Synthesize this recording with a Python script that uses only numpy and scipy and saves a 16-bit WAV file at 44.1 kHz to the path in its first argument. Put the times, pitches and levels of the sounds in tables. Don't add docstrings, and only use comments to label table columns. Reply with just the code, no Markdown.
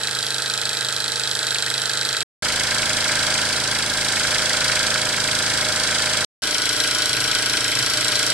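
import sys
import numpy as np
from scipy import signal
from scipy.fft import rfft, irfft
from scipy.io import wavfile

SR = 44100
rng = np.random.default_rng(int(sys.argv[2]) if len(sys.argv) > 2 else 0)


def generate_wav(signal):
    frames = np.transpose(np.atleast_2d(signal))
    scaled = np.clip(frames, -1, 1) * 32767
    pcm = np.round(scaled).astype(np.int16)
    wavfile.write(sys.argv[1], SR, pcm)


N = 367353
FREQS = np.maximum(np.fft.rfftfreq(4096, 1 / SR), 1)

# timing spread in turns, strength spread in dB.
STEEL_PLAY = [(.0012, .4), (.003, 1.1), (.0035, 1.3)]


def undb(db):
    return 10 ** (np.asarray(db) / 20)


def unit(x):
    return x / np.sqrt(np.mean(x ** 2))


def side_curve(table, side):
    table = np.array(table, float)
    return np.interp(np.log(FREQS), np.log(table[:, 0]), table[:, 1 + side])


def equalise(x, gain):
    cepstrum = irfft(np.log(gain + 1e-7))
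    half = len(cepstrum) // 2
    cepstrum[1:half] *= 2
    cepstrum[half + 1:] = 0
    response = irfft(np.exp(rfft(cepstrum)))[:half]
    return signal.oaconvolve(x, response[None], axes=1)[:, :x.shape[1]]


def crossover(low, high, hz, order):
    low_share = 1 / (1 + (FREQS / hz) ** (2 * order))
    return equalise(low, np.sqrt(low_share)) + equalise(high, np.sqrt(1 - low_share))


def joint_ring(envelope):
    n = len(envelope)
    wave = rng.standard_normal((2, n))
    for _ in range(2):
        phase = np.angle(rfft(wave * np.sqrt(envelope), 2 * n))
        wave = irfft(np.exp(1j * phase))[:, :n]
    return wave / np.sqrt(np.sum(wave ** 2, axis=1, keepdims=True))


def contacts(turns, angles, levels_db, rub_db, jitter_turns, scatter_db,
             rise_s, strike_s, ring_s, ring_db, repeat):
    t = np.arange(1024) / SR
    decay = np.exp(-t / strike_s) / strike_s + undb(ring_db) ** 2 * np.exp(-t / ring_s) / ring_s
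    decay *= (1 - np.exp(-t / rise_s)) ** 2
    decay /= np.sum(decay)
    n = len(turns)
    rings, knock_power = np.zeros((2, n + len(t))), np.zeros(n + len(t))
    whole_turns = np.arange(np.floor(turns[0]) - 1, turns[-1] + 1)
    for angle, db in zip(angles, levels_db):
        ring = joint_ring(np.sqrt(decay))
        late, strong = rng.standard_normal((len(whole_turns), 2)).T
        onsets = np.searchsorted(turns, whole_turns + angle + jitter_turns * late)
        for at, gain in zip(onsets, undb(db + scatter_db * strong)):
            if 0 < at < n:
                rings[:, at:at + len(t)] += gain * ring
                knock_power[at:at + len(t)] += gain ** 2 * decay
    stroke = 1 + .1 * np.cos(2 * np.pi * (turns - .28))
    rub_power = undb(rub_db) ** 2 * stroke * np.gradient(turns)
    chatter = np.sqrt((1 - repeat) * knock_power[:n] + rub_power) * rng.standard_normal((2, n))
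    return unit(np.sqrt(repeat) * rings[:, :n] + chatter)


def clatter(turns, side, rattle_gain, steel_gain, boom_db):
    # shaft angle in turns,
    # then relative dB of its hollow thud, dull clack, bright clink and thin tick.
    knocks = [
        [(-.008, -5, -14, .5, -1.5), (.05, -1, -10, -6, -4), (.12, -8, -9, -22, -19), (.18, -6, -10, -25, -19),
         (.275, -14, 1, -17, -7), (.31, -1, -5, -17, -13), (.485, -4, -2, -4, -8), (.55, -10, -6, -13, -16),
         (.62, -4, -14, -19, -18), (.745, -8, -11, -17, -12), (.83, -5, -13, -12, -17)],
        [(-.005, -16, -15, -4, -5), (.045, -16, -15, -2, -1), (.10, -6, -4, -7, -4), (.2, 0, -6, -11, -16),
         (.29, -2, -6, -12, -9), (.335, -10, 0, -11, -14), (.43, 0, -8, -14, -16), (.465, -10, -1, -12, -11),
         (.55, -2, -4, -10, -12), (.63, -6, -13, -16, -15), (.78, -2, -14, -13, -15), (.89, -6, -14, -9, -18)],
        [(-.008, -15, -10, 1, 0), (.04, -15, -12, -3, -1), (.118, -2, 0, -8, -7), (.2, 0, -5, -12, -8),
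         (.285, 0, -2.5, -10, -10), (.445, -10, -.5, -15, -17), (.5, -4, -5, -7, -13), (.57, -3, -7, -11, -18),
         (.72, -3, -14, -13, -9), (.79, -12, -11, -9, -18), (.87, -1, -12, -11, -18)],
    ]
    # dB in the thud, clack, clink and tick bands.
    piston_rub = [(-1, -1.5, -2, -3.5), (1.5, .5, 1.5, 0), (1.5, 0, 2, 0)]
    angles, thud_db, clack_db, clink_db, tick_db = np.transpose(knocks[side])
    thud_rub, clack_rub, clink_rub, tick_rub = piston_rub[side]
    boom, rumble, hiss = rng.standard_normal((3, 2, len(turns)))
    thuds = contacts(turns, angles, thud_db, thud_rub, jitter_turns=.004, scatter_db=1.4,
                     rise_s=.0003, strike_s=.0005, ring_s=.0015, ring_db=-8, repeat=.6)
    clacks = contacts(turns, angles, clack_db, clack_rub, jitter_turns=.009, scatter_db=1.4,
                      rise_s=.0005, strike_s=.0005, ring_s=.002, ring_db=-6.5, repeat=.4)
    clinks = contacts(turns, angles, clink_db, clink_rub, *STEEL_PLAY[side],
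                      rise_s=.0003, strike_s=.0003, ring_s=.0018, ring_db=-6, repeat=.85)
    ticks = contacts(turns, angles, tick_db, tick_rub, *STEEL_PLAY[side],
                     rise_s=.0003, strike_s=.0004, ring_s=.0019, ring_db=-6, repeat=.65)
    fizz = unit(hiss + .6 * ticks)
    out = undb(boom_db) * boom
    for layer, corner_hz in ((rumble, 170), (rattle_gain * thuds, 850), (rattle_gain * clacks, 1850),
                             (steel_gain * clinks, 3000), (steel_gain * ticks, 6300), (fizz, 10400)):
        out = crossover(out, layer, corner_hz, order=9)
    return unit(out)


def room(x, t60=.35, tail_db=-12):
    t = np.arange(SR // 2) / SR
    tail = rng.standard_normal((2, len(t))) * np.exp(-np.log(1000) * t / t60)
    tail *= undb(tail_db) / np.sqrt(np.sum(tail ** 2, axis=1, keepdims=True))
    return unit(x + signal.oaconvolve(x, tail, axes=1)[:, :x.shape[1]])


def frame(force, side):
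    # frequency in Hz, then density in dB from sides 1, 2 and 3.
    colour = [(45.0, -84.5, -72.5, -90), (90.0, -81, -74.5, -82), (172, -78.5, -72, -75.5),
              (400.0, -78.5, -73.5, -73), (820.0, -77.5, -69.5, -74), (1114, -73.0, -70.5, -75),
              (2020, -64.5, -62.0, -61.0), (2720, -71.5, -64, -63.5), (4150, -61.5, -62.5, -62.5),
              (6040, -67.5, -64.5, -63), (8970, -68.0, -66, -67.5), (10390, -78, -72, -72),
              (12420, -87, -86, -85.5), (15500.0, -99, -91.5, -93.5)]
    # centre in Hz, width in Hz, then dB over the broad tone from sides 1, 2 and 3.
    modes = [(120.5, 27, 11, 12.5, 29), (300, 58.0, 5.0, 7.0, 5), (477.0, 87.0, 5, 2.4, 4.5),
             (608.5, 62.0, 7, 13.5, 13.0), (1032, 90, -3.5, 5.0, 8), (1329, 220, 9, 10, 12.5),
             (1468, 57, 9, 7.1, 9), (1594.0, 160, 9.5, 10.6, 11.5), (1765, 53, 2.5, 6.7, -12),
             (2210, 283.0, -4, 4.3, 1.5), (2570, 185.0, 8.5, 1.2, 2), (3101, 93.0, 10.5, 7.0, 12),
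             (3356.0, 126, 7.5, 7.4, 7), (3850, 160, 8, 3, 6.5), (4080, 66, 5.5, 5, 8.5),
             (4503, 64, 7.5, 11.3, 10.5), (4940, 190, 0.5, 8.1, 4.5), (5544, 440, 4, 6.2, 8.5),
             (6400, 360, -4, 0.5, -6.5), (7638.0, 458.0, 7, 6.5, 2.5), (8380, 290, 2, 5.4, 7.5),
             (10950, 150, 14.5, 2.5, 12), (11306, 180, 13, 10.5, 16.5)]
    db = side_curve(colour, side)
    for hz, width_hz, *heights_db in modes:
        db += heights_db[side] / (1 + (2 * (FREQS - hz) / width_hz) ** 2)
    return equalise(force, undb(db) * np.sqrt(SR / 2))


def steel_pings(turns, side, rise_s=.0005):
    # pitch in Hz, t60 in seconds, shaft angle in turns, relative level in dB.
    parts = [
        [(3280, .022, 0, -42), (3570, .016, 0, -40.5), (4080, .02, -.01, -35.5), (4540, .02, -.005, -39)],
        [(3370, .035, .04, -37), (3890, .045, -.07, -36), (4535, .08, -.005, -35)],
        [(3105, .06, .15, -39), (4015, .028, 0, -37), (4530, .08, .04, -37.5), (5490, .025, 0, -40)],
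    ]
    t = np.arange(4096) / SR
    whole_turns = np.arange(np.floor(turns[0]), turns[-1] + 1)
    jitter_turns, scatter_db = STEEL_PLAY[side]
    out = 0
    for hz, t60, angle, db in parts[side]:
        late, strong = rng.standard_normal((len(whole_turns), 2)).T
        onsets = np.searchsorted(turns, whole_turns + angle + jitter_turns * late)
        blows = np.zeros(len(turns) + 1)
        blows[onsets] = undb(scatter_db * strong)
        blows[0] = 0
        ring = (1 - np.exp(-t / rise_s)) * np.exp((2j * np.pi * hz - np.log(1000) / t60) * t)
        wave = signal.oaconvolve(blows, ring)[:len(turns)]
        out += undb(db) * unit(np.array([wave.imag, wave.real]))
    return out


def base_hum(turns, side, tray_db, tray_hz=590, tray_width_hz=180, waver=.17):
    # multiple of the shaft speed, then resting rms level in dB from sides 1, 2 and 3.
    harmonics = [(1.0, -76.0, -53.0, -52.0), (2.0, -77.0, -63.0, -58.0), (3.0, -60.0, -47.0, -54.0),
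                 (4.0, -55.0, -45.0, -52.0), (5.0, -45.0, -44.0, -58.0), (6.0, -68.0, -54.0, -61.0),
                 (7.0, -65.0, -49.0, -51.0), (8.0, -56.0, -46.0, -56.0), (9.0, -60.0, -51.0, -56.0),
                 (10.0, -66.0, -50.0, -48.0), (11.0, -65.0, -49.0, -44.0), (12.0, -55.0, -54.0, -50.0),
                 (13.0, -57.0, -50.0, -54.0), (14.0, -66.0, -56.0, -53.0), (15.0, -56.0, -48.0, -50.0),
                 (16.0, -57.0, -52.0, -48.0), (17.0, -50.0, -53.0, -46.0), (18.0, -48.0, -48.0, -60.0),
                 (19.0, -50.0, -45.0, -54.0), (20.0, -55.0, -50.0, -69.0), (21.0, -68.0, -50.0, -58.0),
                 (22.0, -59.0, -50.0, -44.0), (23.0, -58.0, -42.0, -52.0), (24.0, -48.0, -51.0, -50.0),
                 (25.0, -66.0, -59.0, -56.0), (26.0, -70.0, -50.0, -53.0), (27.0, -51.0, -57.0, -58.0),
                 (28.0, -56.0, -48.0, -51.0), (29.0, -61.0, -53.0, -70.0), (30.0, -57.0, -49.0, -55.0),
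                 (31.0, -59.0, -49.0, -57.0), (32.0, -51.0, -53.0, -59.0), (33.0, -59.0, -50.0, -62.0),
                 (34.0, -50.0, -57.0, -52.0), (35.0, -57.0, -60.0, -54.0), (36.0, -57.0, -45.0, -60.0),
                 (37.0, -63.0, -50.0, -68.0), (38.0, -60.0, -51.0, -53.0), (39.0, -66.0, -61.0, -54.0),
                 (40.0, -59.0, -51.0, -52.0), (41.0, -64.0, -55.0, -55.0), (42.0, -71.0, -56.0, -61.0),
                 (43.0, -69.0, -63.0, -58.0), (44.0, -56.0, -56.0, -59.0)]
    shaft_phase = np.float32(2 * np.pi * (turns % 1))
    shaft_hz = np.mean(np.diff(turns)) * SR
    every_other_turn = np.arange(np.floor(turns[0]), turns[-1] + 2, 2)
    out = 0
    for multiple, *levels_db in harmonics:
        near_tray = abs(multiple * shaft_hz - tray_hz) < tray_width_hz / 2
        drift = np.interp(turns, every_other_turn, rng.standard_normal(len(every_other_turn)))
        gain = undb(levels_db[side] + (tray_db if near_tray else 0)) * (1 + waver * drift)
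        offset = np.float32(2 * np.pi * rng.random((2, 1)))
        out += gain * np.cos(multiple * shaft_phase + offset)
    return np.sqrt(2) * out


def rod_slaps(width_hz=900, ring_s=.0017):
    # start in seconds, centre in Hz, level in dB.
    slaps = [(0.0833, 2410.0, -22.5), (1.4795, 2380.0, -26.5), (1.5567, 2510.0, -17.5),
             (1.6333, 2260.0, -24.5), (1.6741, 2130.0, -26.5), (1.7126, 2330.0, -24.5),
             (2.0303, 2370.0, -25.0), (2.1473, 2420.0, -24.0), (2.2139, 2540.0, -23.5),
             (2.4583, 2230.0, -21.0), (2.5019, 2410.0, -19.5), (2.6127, 2290.0, -20.0),
             (2.7131, 2270.0, -21.5), (2.8305, 2420.0, -23.0), (2.9016, 2280.0, -21.0),
             (3.0483, 2330.0, -21.0), (3.0955, 2220.0, -16.5), (3.2335, 2370.0, -20.5),
             (3.3536, 2340.0, -18.5), (3.3884, 2130.0, -19.0), (3.426, 2340.0, -21.0),
             (3.7601, 2130.0, -20.5), (4.1694, 2170.0, -19.5), (4.3564, 2050.0, -19.5),
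             (4.505, 2110.0, -18.5), (4.7207, 2220.0, -17.5), (5.2866, 2200.0, -21.5),
             (5.889, 2390.0, -19.5), (6.6658, 2190.0, -21.5), (7.1717, 2260.0, -18.5),
             (7.7205, 2260.0, -19.0), (7.8058, 2180.0, -19.5)]
    t = np.arange(1024) / SR
    out = np.zeros((2, N))
    for start, hz, db in slaps:
        band = signal.butter(3, (hz - width_hz / 2, hz + width_hz / 2), "bandpass", fs=SR, output="sos")
        clack = signal.sosfilt(band, joint_ring(np.exp(-t / ring_s)))
        at = int(start * SR)
        out[:, at:at + len(t)] += undb(db) * unit(clack) * np.sqrt(ring_s / t[-1])
    return out


def clatter_gains(t):
    # time in seconds, rattle offset in dB, steel offset in dB.
    strength = [(.1, -.3, -.7), (1.1, -.6, -.2), (1.35, -.5, .5), (1.6, .5, .3), (2.1, .9, .5),
                (2.5, -.7, -.4), (2.85, -.4, -.5), (3.1, .9, .2), (3.35, .7, .7), (3.62, -1.6, -1.1),
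                (3.78, -.3, -1.2), (3.95, -2, -1), (4.22, .8, 1), (4.5, .3, .7), (4.78, 1.5, 1),
                (5.03, -1.5, -.8), (5.5, -.1, .5), (5.72, -.7, -.1), (5.95, .8, 1), (6.5, -.8, -.9),
                (6.95, .3, .5), (7.12, -.5, -.7), (7.35, .3, .3), (7.7, -.1, -.3), (8.1, .2, .9)]
    times, *curves = np.transpose(strength)
    return [undb(np.interp(t, times, db)) for db in curves]


def swells_db(t):
    # time in seconds, boom offset in dB, tray offset in dB.
    swells = [(1, 0, -1), (2, 1.5, 1), (2.6, 1, -1), (3.2, -2, 1), (3.8, -2, -3.5), (4.3, 0, 2),
              (4.8, 1, 4), (5.3, 0, -1.5), (5.9, -3, 1), (6.5, -5.5, -3), (6.85, -5, 1), (7.1, 3, -2),
              (7.45, -2, -1.5), (7.85, 1, 0), (8.25, -4, 3)]
    times, *curves = np.transpose(swells)
    return [np.interp(t, times, db) for db in curves]


def stereo_image(x, side):
    # frequency in Hz, then the ears' difference against their sum in dB from sides 1, 2 and 3.
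    width = [(60.0, -19.0, -22.0, -20.5), (200.0, -24.5, -26.0, -26.5), (500.0, -22.0, -17.5, -22.0),
             (1000.0, -16.5, -20.5, -10.5), (1500.0, -16.0, -14.0, -15.5), (2200.0, -9.0, -11.5, -9.5),
             (3100.0, -8.5, -5.5, -5.5), (3900.0, -11.0, -3.0, -6.5), (4500.0, -8.0, -4.0, -3.5),
             (5500.0, -2.0, -1.5, -3.0), (7000.0, -0.0, -0.5, 1.5), (8000.0, -2.0, -1.0, 1.0),
             (9200.0, -1.5, -2.0, -3.0), (11000.0, -1.5, -1.0, -5.0), (15000.0, -1.0, -0.5, 0.0)]
    # frequency in Hz, then left minus right in dB from sides 1, 2 and 3.
    balance = [(500.0, -0.0, -0.0, 0.5), (1000.0, -0.0, 0.0, -1.0), (1500.0, -1.0, -1.5, 0.5),
               (2200.0, 1.5, 0.5, 2.5), (3100.0, -2.0, -0.5, 4.0), (3900.0, -1.0, 2.0, 2.0),
               (4500.0, -1.5, 3.0, 2.5), (5500.0, 0.0, 1.0, 3.5), (7000.0, -9.0, -6.5, -7.5),
               (8000.0, -13.5, -15.0, -13.0), (9200.0, -20.5, -18.5, -16.5), (11000.0, -18.0, -14.5, -17.0),
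               (15000.0, -14.5, -13.0, -13.0)]
    spread = undb(side_curve(width, side))
    common = equalise(x[:1], 1 / np.sqrt(1 + spread ** 2))
    apart = equalise(x[1:], spread / np.sqrt(1 + spread ** 2))
    left_ratio = undb(side_curve(balance, side))
    right_gain = np.sqrt(2 / (1 + left_ratio ** 2))
    left = equalise(common + apart, left_ratio * right_gain)
    right = equalise(common - apart, right_gain)
    return np.vstack([np.roll(left, 1), right])


def scene():
    # start and end in seconds, time in seconds when the shaft angle is zero,
    # speed at that moment in turns a second, slowing in turns a second per second.
    sides = [(0, 2.231, .0334, 25.813, .0314), (2.4225, 6.248, 2.4844, 26.9005, .0195),
             (6.4205, 8.34, 6.4722, 27.355, .0248)]
    time = np.arange(N) / SR
    out = np.zeros((2, N))
    slaps = rod_slaps()
    for side, (start, end, zero_angle_s, speed, slowing) in enumerate(sides):
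        heard = (time >= start) & (time < end)
        t = time[heard] - zero_angle_s
        turns = speed * t - slowing * t ** 2 / 2
        rattle_gain, steel_gain = clatter_gains(time[heard])
        boom_db, tray_db = swells_db(time[heard])
        knocking = room(clatter(turns, side, rattle_gain, steel_gain, boom_db))
        ringing = frame(knocking, side) + steel_gain * steel_pings(turns, side)
        hum = base_hum(turns, side, tray_db)
        out[:, heard] = stereo_image(ringing + hum + slaps[:, heard], side)
    return out


def record(dry, top_hz=15900):
    return signal.sosfilt(signal.ellip(10, .1, 80, top_hz, fs=SR, output="sos"), dry)


dry = scene()
out = record(dry)
generate_wav(out)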